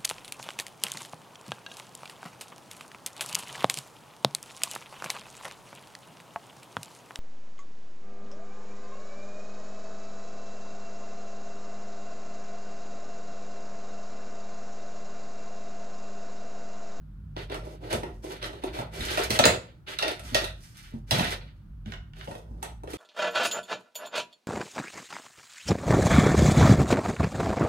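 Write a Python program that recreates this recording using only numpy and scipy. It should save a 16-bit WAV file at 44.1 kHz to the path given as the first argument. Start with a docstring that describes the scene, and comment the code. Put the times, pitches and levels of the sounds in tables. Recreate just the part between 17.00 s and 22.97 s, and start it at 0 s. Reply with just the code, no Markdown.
"""A small room, with a table to the right of a stereo microphone: a hand picks through wooden paintbrushes.
Handles knock on the tabletop, clack together and slide over one another; metal ferrules tick,
bristles hiss, and now and then the hand bumps the table softly. Underneath lie a low hum of
drifting pitch, like an engine far outside, a low resonance of the room and steady room tone."""
import sys
import numpy as np
from scipy import signal
from scipy.fft import rfft, irfft, next_fast_len
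from scipy.io import wavfile
from scipy.ndimage import map_coordinates

SR = 44100
rng = np.random.default_rng(int(sys.argv[2]) if len(sys.argv) > 2 else 0)


def to_wav(sig):
    """Store sig (one row per channel, or 1-D mono) as 16-bit WAV at the path in sys.argv[1].

    Samples outside -1..1 are clipped; the rate is SR.
    """
    pcm = np.clip(np.atleast_2d(sig), -1, 1) * 32767
    pcm = np.round(pcm).astype(np.int16)
    wavfile.write(sys.argv[1], SR, pcm.T)  # frames by channels


N = 263321

# brush contacts: start_s, knock_db, clack_db, tick_db, knock_centre_hz, clack_centre_hz
CONTACTS = [(0.3649, -39, -45.5, -68, 390, 3340), (0.4982, -40, -48.5, -65.5, 390, 1330),
            (0.5184, -37.5, -56, -57.5, 406, 3070), (0.5432, -39.5, -41, -52, 600, 1450),
            (0.9283, -29.5, -37.5, -39, 470, 1960), (0.9437, -32, -46, -53.5, 390, 2930),
            (1.033, -34, -44.5, -58.5, 380, 1265), (1.2417, -38, -60, -58.5, 364, 1270),
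            (1.4269, -42.5, -39, -53.5, 520, 1810), (1.44, -48, -39, -54.5, 527, 1810),
            (1.5313, -42, -52, -63.5, 407, 1546), (1.6375, -30, -44, -51.5, 365, 1690),
            (1.788, -35, -40.5, -59.5, 830, 1212), (1.7978, -36, -52, -67.5, 555, 1190),
            (2.0073, -47.5, -38.5, -52, 330, 2560), (2.1741, -27, -30.5, -53.5, 609, 1264),
            (2.191, -28, -33.5, -48.5, 450, 1355), (2.305, -36, -31, -36.5, 533, 4400),
            (2.39, -18.5, -23, -34, 603, 1300), (2.4383, -27, -19, -41.5, 477, 2600),
            (2.4546, -19.5, -24, -33, 459, 1950), (2.9872, -46.5, -29.5, -43, 619, 2806),
            (3.025, -29, -27.5, -45, 606, 2600), (3.0805, -36, -33, -44, 630, 2870),
            (3.1139, -43.5, -61, -50, 406, 1810), (3.1943, -50, -48, -52.5, 593, 2080),
            (3.346, -24.5, -23.5, -35, 605, 2660), (3.3654, -34, -31.5, -46, 621, 2790),
            (3.4422, -42.5, -35, -45.5, 605, 2130), (4.1094, -29, -26, -36, 730, 5000),
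            (4.1204, -36.5, -29.5, -40.5, 615, 2724), (4.194, -30.5, -30.5, -47.5, 785, 2440),
            (4.2436, -37, -34, -49, 660, 3406), (4.3216, -39.5, -41, -54, 536, 2870),
            (5.2744, -39, -51.5, -72.5, 580, 1798), (5.3118, -42, -50, -59.5, 417, 1830),
            (5.3519, -42.5, -53, -63, 510, 1860), (5.6277, -38, -42, -42, 800, 1784),
            (5.8346, -42, -60, -63.5, 398.3, 1340), (5.874, -41, -51.5, -66, 412.4, 1260),
            (5.904, -50, -53, -55, 425, 1962), (5.9336, -36.5, -45.5, -50, 333, 1296)]
# light taps of one slim handle: start_s, level_db
SLIM_TAPS = [(4.8595, -52), (4.9213, -42.5), (4.9374, -44), (5.135, -57), (5.1675, -60), (5.2111, -46.5)]
# soft bumps on the table: start_s, peak_db, pitch_hz, t60_s
TABLE_BUMPS = [(0.934, -27.5, 232.5, 0.27), (1.782, -29.5, 118.5, 0.14), (1.989, -29, 62, 0.13),
               (2.302, -24, 202, 0.16), (2.39, -21, 251.6, 0.16), (2.456, -23.5, 116, 0.3),
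               (2.459, -26, 186, 0.2), (3.237, -41.5, 108.3, 0.13), (3.319, -27, 100, 0.13),
               (3.937, -28, 227.6, 0.11), (4.113, -20, 151.4, 0.23), (4.182, -19, 189, 0.07),
               (4.198, -18, 82.4, 0.12), (4.86, -29.5, 217, 0.12), (5.283, -32.5, 163, 0.13),
               (5.507, -36.5, 253, 0.1)]
# strokes of the hand through the brushes: start_s, length_s, rub_db, scuff_db, hiss_db
HAND_STROKES = [(0.354, 0.076, -45, -47.5, -61), (0.503, 0.056, -44, -39.5, -57),
                (0.6, 0.14, -56, -46, -63.5), (0.792, 0.15, -53, -41.5, -61), (0.894, 0.056, -34, -36, -44),
                (0.97, 0.21, -74, -64, -72.5), (1.217, 0.095, -47.5, -45.5, -52),
                (1.292, 0.067, -44, -40.5, -60), (1.408, 0.061, -39, -42.5, -55),
                (1.45, 0.14, -53, -47.5, -62), (1.611, .06, -44, -49, -57.5),
                (1.719, 0.093, -40.5, -40.5, -50), (1.902, 0.21, -39, -42, -44),
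                (2.066, .18, -32, -41, -39.5), (2.288, 0.075, -30, -30, -36),
                (2.432, 0.077, -30.5, -25, -47), (2.86, 0.08, -38, -45, -50), (2.995, .11, -35, -34, -51),
                (3.2, 0.25, -45.5, -54, -49.5), (3.32, 0.12, -39, -38, -48.5),
                (3.52, 0.38, -59.5, -87, -58), (3.734, 0.071, -52.5, -79, -54.5),
                (3.915, 0.069, -67, -52, -69.5), (4.06, 0.12, -52.5, -63, -53),
                (4.12, 0.094, -34, -33.5, -38), (4.201, .12, -31.5, -45, -43.5),
                (4.845, 0.1, -53, -53.5, -67), (5.136, 0.12, -52, -57, -62),
                (5.265, 0.096, -65, -50.5, -57), (5.411, 0.29, -81.5, -55.5, -79),
                (5.617, .04, -49, -48, -59), (5.878, 0.071, -48.5, -48, -53)]
# course of the distant engine: time_s, firing_hz, level_db
ENGINE_COURSE = [(0, 50.4, -45), (.42, 50.2, -39.5), (.8, 51.57, -45.5), (1, 51.86, -40),
                 (1.25, 53.07, -50), (2.35, 55.65, -40.5), (2.75, 55.5, -73), (3.25, 51.7, -42.5),
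                 (3.52, 47.1, -44), (3.76, 44, -59), (3.95, 43.5, -43.5), (4.33, 47.16, -42),
                 (4.6, 49.9, -47), (4.92, 49.67, -41.5), (5.3, 51.4, -50), (5.6, 55.7, -43.5),
                 (5.97, 57.1, -47)]
# its harmonics as heard indoors: multiple, gain_db
ENGINE_HARMONICS = [(1, 2), (2, -6.5), (3, -7), (4, -15.5), (5, -26)]
# resonances of the struck bodies: centre_hz, width_hz, gain_db
TABLETOP_MODES = [(309, 140, -1.5), (392.3, 61, 1.5), (509, 120, -0.5), (574.5, 84, 3), (638, 40, 3.5),
                  (710.4, 17, 5.5), (907, 153, 3)]
HANDLE_MODES = [(1354, 160, 2.5), (1770, 110, -1), (1895, 120, 1.5), (2640, 250, 0.5), (3170, 1000, -2),
                (4030, 820, -1), (4570, 350, -4), (5500, 570, -8.5)]
FERRULE_MODES = [(6000, 680, 2.5), (8470, 1200, 3.5), (10200, 1400, 3), (11600, 1900, 0),
                 (14300, 4500, -11.5)]
SLIM_HANDLE_MODES = [(734, 139, -1.5), (1010, 200, -1.5), (1490, 160, 4), (1890, 100, 1), (2180, 100, -1),
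                     (2910, 150, 2.5), (3570, 220, -2), (5590, 1800, -18)]
# spectra of the noisy sounds: frequency_hz, gain_db
CRACK_SPECTRUM = [(600, -5.5), (1900, -4.5), (4500, 5.5), (6000, -3.5), (12000, -21), (16000, -20)]
RUB_SPECTRUM = [(400, -36), (900, -1), (1400, 5), (2000, 4.5), (2700, 5.5), (4300, 3), (5500, -13.5),
                (7500, -30), (14000, -59.5)]
BRISTLE_SPECTRUM = [(2940, -27), (5000, 1.5), (7640, -6), (8580, -2), (10000, -6), (11800, -7.5),
                    (15200, -12), (16000, -41.5)]
ROOM_TONE_SPECTRUM = [(20, -19.5), (50, -10.5), (160, -14.5), (250, -24), (340, -28.5), (430, -40.5),
                      (1000, -44), (1400, -40), (2000, -52.5), (3300, -55), (7000, -64), (16000, -63)]
THUD_SPECTRUM = [(30, -18), (55, -10.5), (80, 8.5), (250, 2.5), (450, -27), (900, -18.5), (2000, -63.5)]
# reverberation of the room: frequency_hz, t60_s
ROOM_DECAY = [(100, 0.41), (500, 0.36), (3000, 0.31), (8000, 0.27), (15000, .22)]

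TIME_S = np.arange(N) / SR
BLOW_S = np.arange(SR // 3) / SR  # time within one blow


def brush_contacts():
    """Right of the microphone, each contact knocks the tabletop and rings a handle and its ferrule."""
    out = np.zeros((2, N))
    for start_s, knock_db, clack_db, tick_db, knock_hz, clack_hz in CONTACTS:
        # the point of contact favours the resonances around one frequency
        knock = lambda hz: body(TABLETOP_MODES, hz) * resonance(hz, knock_hz, rel_width=0.22)
        clack = lambda hz: body(HANDLE_MODES, hz) * resonance(hz, clack_hz, rel_width=1.5)
        tick = lambda hz: body(FERRULE_MODES, hz)
        add(out, start_s, strike(knock, knock_db, chatter_s=0.013, snap=16, wet_db=-3, right_db=-0.5))
        add(out, start_s, strike(clack, clack_db, chatter_s=0.023, snap=2.8, wet_db=2, right_db=8))
        add(out, start_s, strike(tick, tick_db, chatter_s=0.055, snap=5.2, wet_db=3.5, right_db=19))
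        add(out, start_s, crack(tick_db))
    return out


def crack(tick_db, hard_tick_db=-33.5, db_per_tick_db=4.1):
    """Hard blows open with a sharp crack, which grows faster than their ring."""
    burst = rng.standard_normal(len(BLOW_S)) * decay(t60_s=0.006)
    sound = in_room(filtered(burst, spectrum(CRACK_SPECTRUM)), wet_db=0.5, right_db=5)
    peak_db = -1.5 + db_per_tick_db * (tick_db - hard_tick_db)
    return amp(peak_db) * sound / np.abs(sound).max()


def slim_handle_taps():
    """A slim handle ticks on its own, hollow and clear of the tabletop."""
    out = np.zeros((2, N))
    handle = lambda hz: body(SLIM_HANDLE_MODES, hz)
    for start_s, level_db in SLIM_TAPS:
        add(out, start_s, strike(handle, level_db, chatter_s=0.015, snap=7.82, wet_db=-0.5, right_db=12))
    return out


def table_bumps():
    """The hand and the brush bundle push the table: a dull, quickly damped low note."""
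    out = np.zeros((2, N))
    for start_s, peak_db, pitch_hz, t60_s in TABLE_BUMPS:
        thud = unit_rms(filtered(rng.standard_normal(len(BLOW_S)), spectrum(THUD_SPECTRUM)))
        note = np.sin(2 * np.pi * pitch_hz * BLOW_S)
        envelope = decay(t60_s) * (1 - np.exp(-BLOW_S / 0.0054))
        sound = in_room((note + 0.99 * thud) * envelope, wet_db=-6.5, right_db=4)
        add(out, start_s, amp(peak_db) * sound / np.abs(sound).max())
    return out


def sliding_brushes():
    """Handles rub together and scuff the tabletop while bristles hiss; strokes add in power."""
    power = np.zeros((3, N))
    for start_s, length_s, *levels_db in HAND_STROKES:
        power += np.outer(amp(levels_db) ** 2, hand_stroke(start_s, length_s) ** 2)
    rub_gain, scuff_gain, hiss_gain = np.sqrt(power)
    wood = lambda hz: amp(along(RUB_SPECTRUM, hz)) * (1 + 0.25 * body(HANDLE_MODES, hz))
    bristles = spectrum(BRISTLE_SPECTRUM)
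    rub = friction(wood, catches_per_s=530, smooth=0.45, flutter_db=4, wet_db=9, right_db=2)
    hiss = friction(bristles, catches_per_s=300, smooth=0.41, flutter_db=1.5, wet_db=7, right_db=7.5)
    return rub_gain * rub + tabletop_scuff(scuff_gain) + hiss_gain * hiss


def hand_stroke(start_s, length_s, attack_share=0.39, release_db_per_s=272.5, settle_db_per_s=101):
    """A stroke's strength: the hand takes hold, pushes on, then leaves the brushes faintly settling."""
    t = TIME_S - start_s
    attack = np.sin(np.pi / 2 * np.clip(t / (attack_share * length_s), 0, 1)) ** 2
    after_s = np.maximum(t - length_s, 0)
    release = amp(-release_db_per_s * after_s)
    settling = amp(-17 - settle_db_per_s * after_s)
    return attack * np.maximum(release, settling)


def tabletop_scuff(strength, even_mix_db=-33):
    """Handles drag on the tabletop: light drags hum low, hard ones wake higher resonances."""
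    low = lambda hz: body(TABLETOP_MODES, hz) * resonance(hz, 407, rel_width=0.32)
    high = lambda hz: body(TABLETOP_MODES, hz) * resonance(hz, 560, rel_width=0.6)
    light = friction(low, catches_per_s=170, smooth=0.7, flutter_db=1.5, wet_db=-4, right_db=4.5)
    hard = friction(high, catches_per_s=360, smooth=0.57, flutter_db=5.5, wet_db=-9.5, right_db=6.5)
    blend = np.arctan(strength / amp(even_mix_db))
    return strength * (np.cos(blend) * light + np.sin(blend) * hard)


def distant_engine():
    """Far outside: only the lowest firing harmonics pass the walls, each wavering on its own."""
    time_s, firing_hz, level_db = np.transpose(ENGINE_COURSE)
    phase = 2 * np.pi * np.cumsum(np.interp(TIME_S, time_s, firing_hz)) / SR
    hum = sum(amp(gain_db + 2.7 * wobble(11)) * np.sin(multiple * phase + 1.4 * wobble(17))
              for multiple, gain_db in ENGINE_HARMONICS)
    return amp(np.interp(TIME_S, time_s, level_db)) * hum * amp([[-0.4], [0.4]])


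def room_boom():
    """Outside rumble keeps one low resonance of the room sounding."""
    room_mode = lambda hz: resonance(hz, 115.4, rel_width=0.044) ** 2
    return amp(-56.5) * unit_rms(filtered(rng.standard_normal(N), room_mode))


def room_tone():
    """Steady air at the microphone: rumble shared by both capsules, hiss unrelated between them."""
    air = spectrum(ROOM_TONE_SPECTRUM)
    mid_side = lambda hz: air(hz) * np.array([np.ones(len(hz)), hz / (hz + 300)])
    mid, side = filtered(rng.standard_normal((2, N)), mid_side)
    return amp(-53) * unit_rms(np.array([mid + side, mid - side]))


def strike(response, level_db, chatter_s, snap, wet_db, right_db):
    """An impulse (snap) and a chatter of micro-contacts ring a body; level_db is the first 30 ms rms."""
    force = rng.standard_normal(len(BLOW_S)) * decay(chatter_s)
    force[0] += snap
    sound = in_room(filtered(force, response), wet_db, right_db)
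    onset = sound[:, :SR * 3 // 100]
    return amp(level_db) * sound / np.sqrt(np.mean(onset ** 2))


def friction(response, catches_per_s, smooth, flutter_db, wet_db, right_db):
    """Tiny catches of uneven size over smooth rubbing, heard in the room at rms 1."""
    catches = unit_rms(rng.laplace(size=N) * (rng.random(N) < catches_per_s / SR))
    force = (catches + smooth * rng.standard_normal(N)) * amp(flutter_db * wobble(60))
    return unit_rms(in_room(filtered(force, response), wet_db, right_db))


def body(modes, hz):
    """Response of a set of resonances that radiates little outside their range."""
    ring = sum((-1) ** k * amp(gain_db) * resonance(hz, centre_hz, width_hz / centre_hz)
               for k, (centre_hz, width_hz, gain_db) in enumerate(modes))
    radiation = signal.butter(2, [modes[0][0] * 0.19, modes[-1][0] * 11], "bandpass", analog=True)
    return ring * signal.freqs(*radiation, hz)[1]


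def resonance(hz, centre_hz, rel_width):
    """One resonant peak; rel_width is its bandwidth over its centre frequency."""
    width_hz = centre_hz * rel_width
    return 1j * hz * width_hz / (centre_hz ** 2 - hz ** 2 + 1j * hz * width_hz)


def in_room(x, wet_db, right_db, left_lag_samples=19.5):
    """Direct sound meets the right capsule first, its treble right_db louder there; the room follows."""
    delay = lambda hz: np.array([np.exp(-2j * np.pi * hz * left_lag_samples / SR), np.ones(len(hz))])
    shade = lambda hz: amp(right_db * hz / (hz + 1200) * np.array([[-0.5], [0.5]]))
    direct = filtered(x, lambda hz: delay(hz) * shade(hz))
    return direct + amp(wet_db) * reverberation(x) * amp([[-0.6], [0.6]])


def reverberation(x):
    """The room's diffuse tail: the treble dies first, and the bass is alike at both capsules."""
    hz, t, noise = signal.stft(rng.standard_normal((2, SR // 3)), SR, nperseg=256)
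    envelope = amp(-60 * t / along(ROOM_DECAY, hz)[:, None]) * (1 - np.exp(-t / 0.00057))
    tail = signal.istft(noise * envelope, SR, nperseg=256)[1]
    mid_side = lambda f: np.sqrt((1 + np.outer([1, -1], np.sinc(f / 1000))) / 2)
    mid, side = filtered(tail / np.linalg.norm(tail[0]), mid_side)
    return signal.fftconvolve(x[None], np.array([mid + side, mid - side]), axes=1)[:, :len(x)]


def amp(db):
    return 10 ** (np.asarray(db) / 20)


def unit_rms(x):
    return x / np.sqrt(np.mean(x ** 2) + 1e-20)


def decay(t60_s):
    return amp(-60 * BLOW_S / t60_s)


def along(points, hz):
    """Interpolate (frequency_hz, value) points on a log axis."""
    point_hz, values = np.transpose(points)
    return np.interp(np.log(hz + 1), np.log(point_hz + 1), values)


def spectrum(points):
    return lambda hz: amp(along(points, hz))


def wobble(knots_per_s):
    """A smooth random curve."""
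    knots = rng.standard_normal(int(N * knots_per_s / SR) + 4)
    return map_coordinates(knots, [TIME_S * knots_per_s])


def filtered(x, response):
    """Pass x through a complex response, given as a function of frequency."""
    length = x.shape[-1]
    padded = next_fast_len(length + 4096)
    return irfft(rfft(x, padded) * response(np.fft.rfftfreq(padded, 1 / SR)), padded)[..., :length]


def add(track, start_s, sound):
    part = track[:, round(start_s * SR):][:, :sound.shape[1]]
    part += sound[:, :part.shape[1]]


def scene():
    """The table in front, the engine and the room behind it."""
    table = brush_contacts() + slim_handle_taps() + table_bumps() + sliding_brushes()
    return table + distant_engine() + room_boom() + room_tone()


def record(dry, low_cut_hz=34, top_hz=16300):
    """The microphone chain drops the deepest bass, clips at full scale and cuts the highest treble."""
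    low_cut = signal.butter(4, low_cut_hz, "highpass", fs=SR, output="sos")
    clipped = np.clip(signal.sosfilt(low_cut, dry), -1, 1)
    return filtered(clipped, lambda hz: hz < top_hz)


dry = scene()
out = record(dry)
to_wav(out)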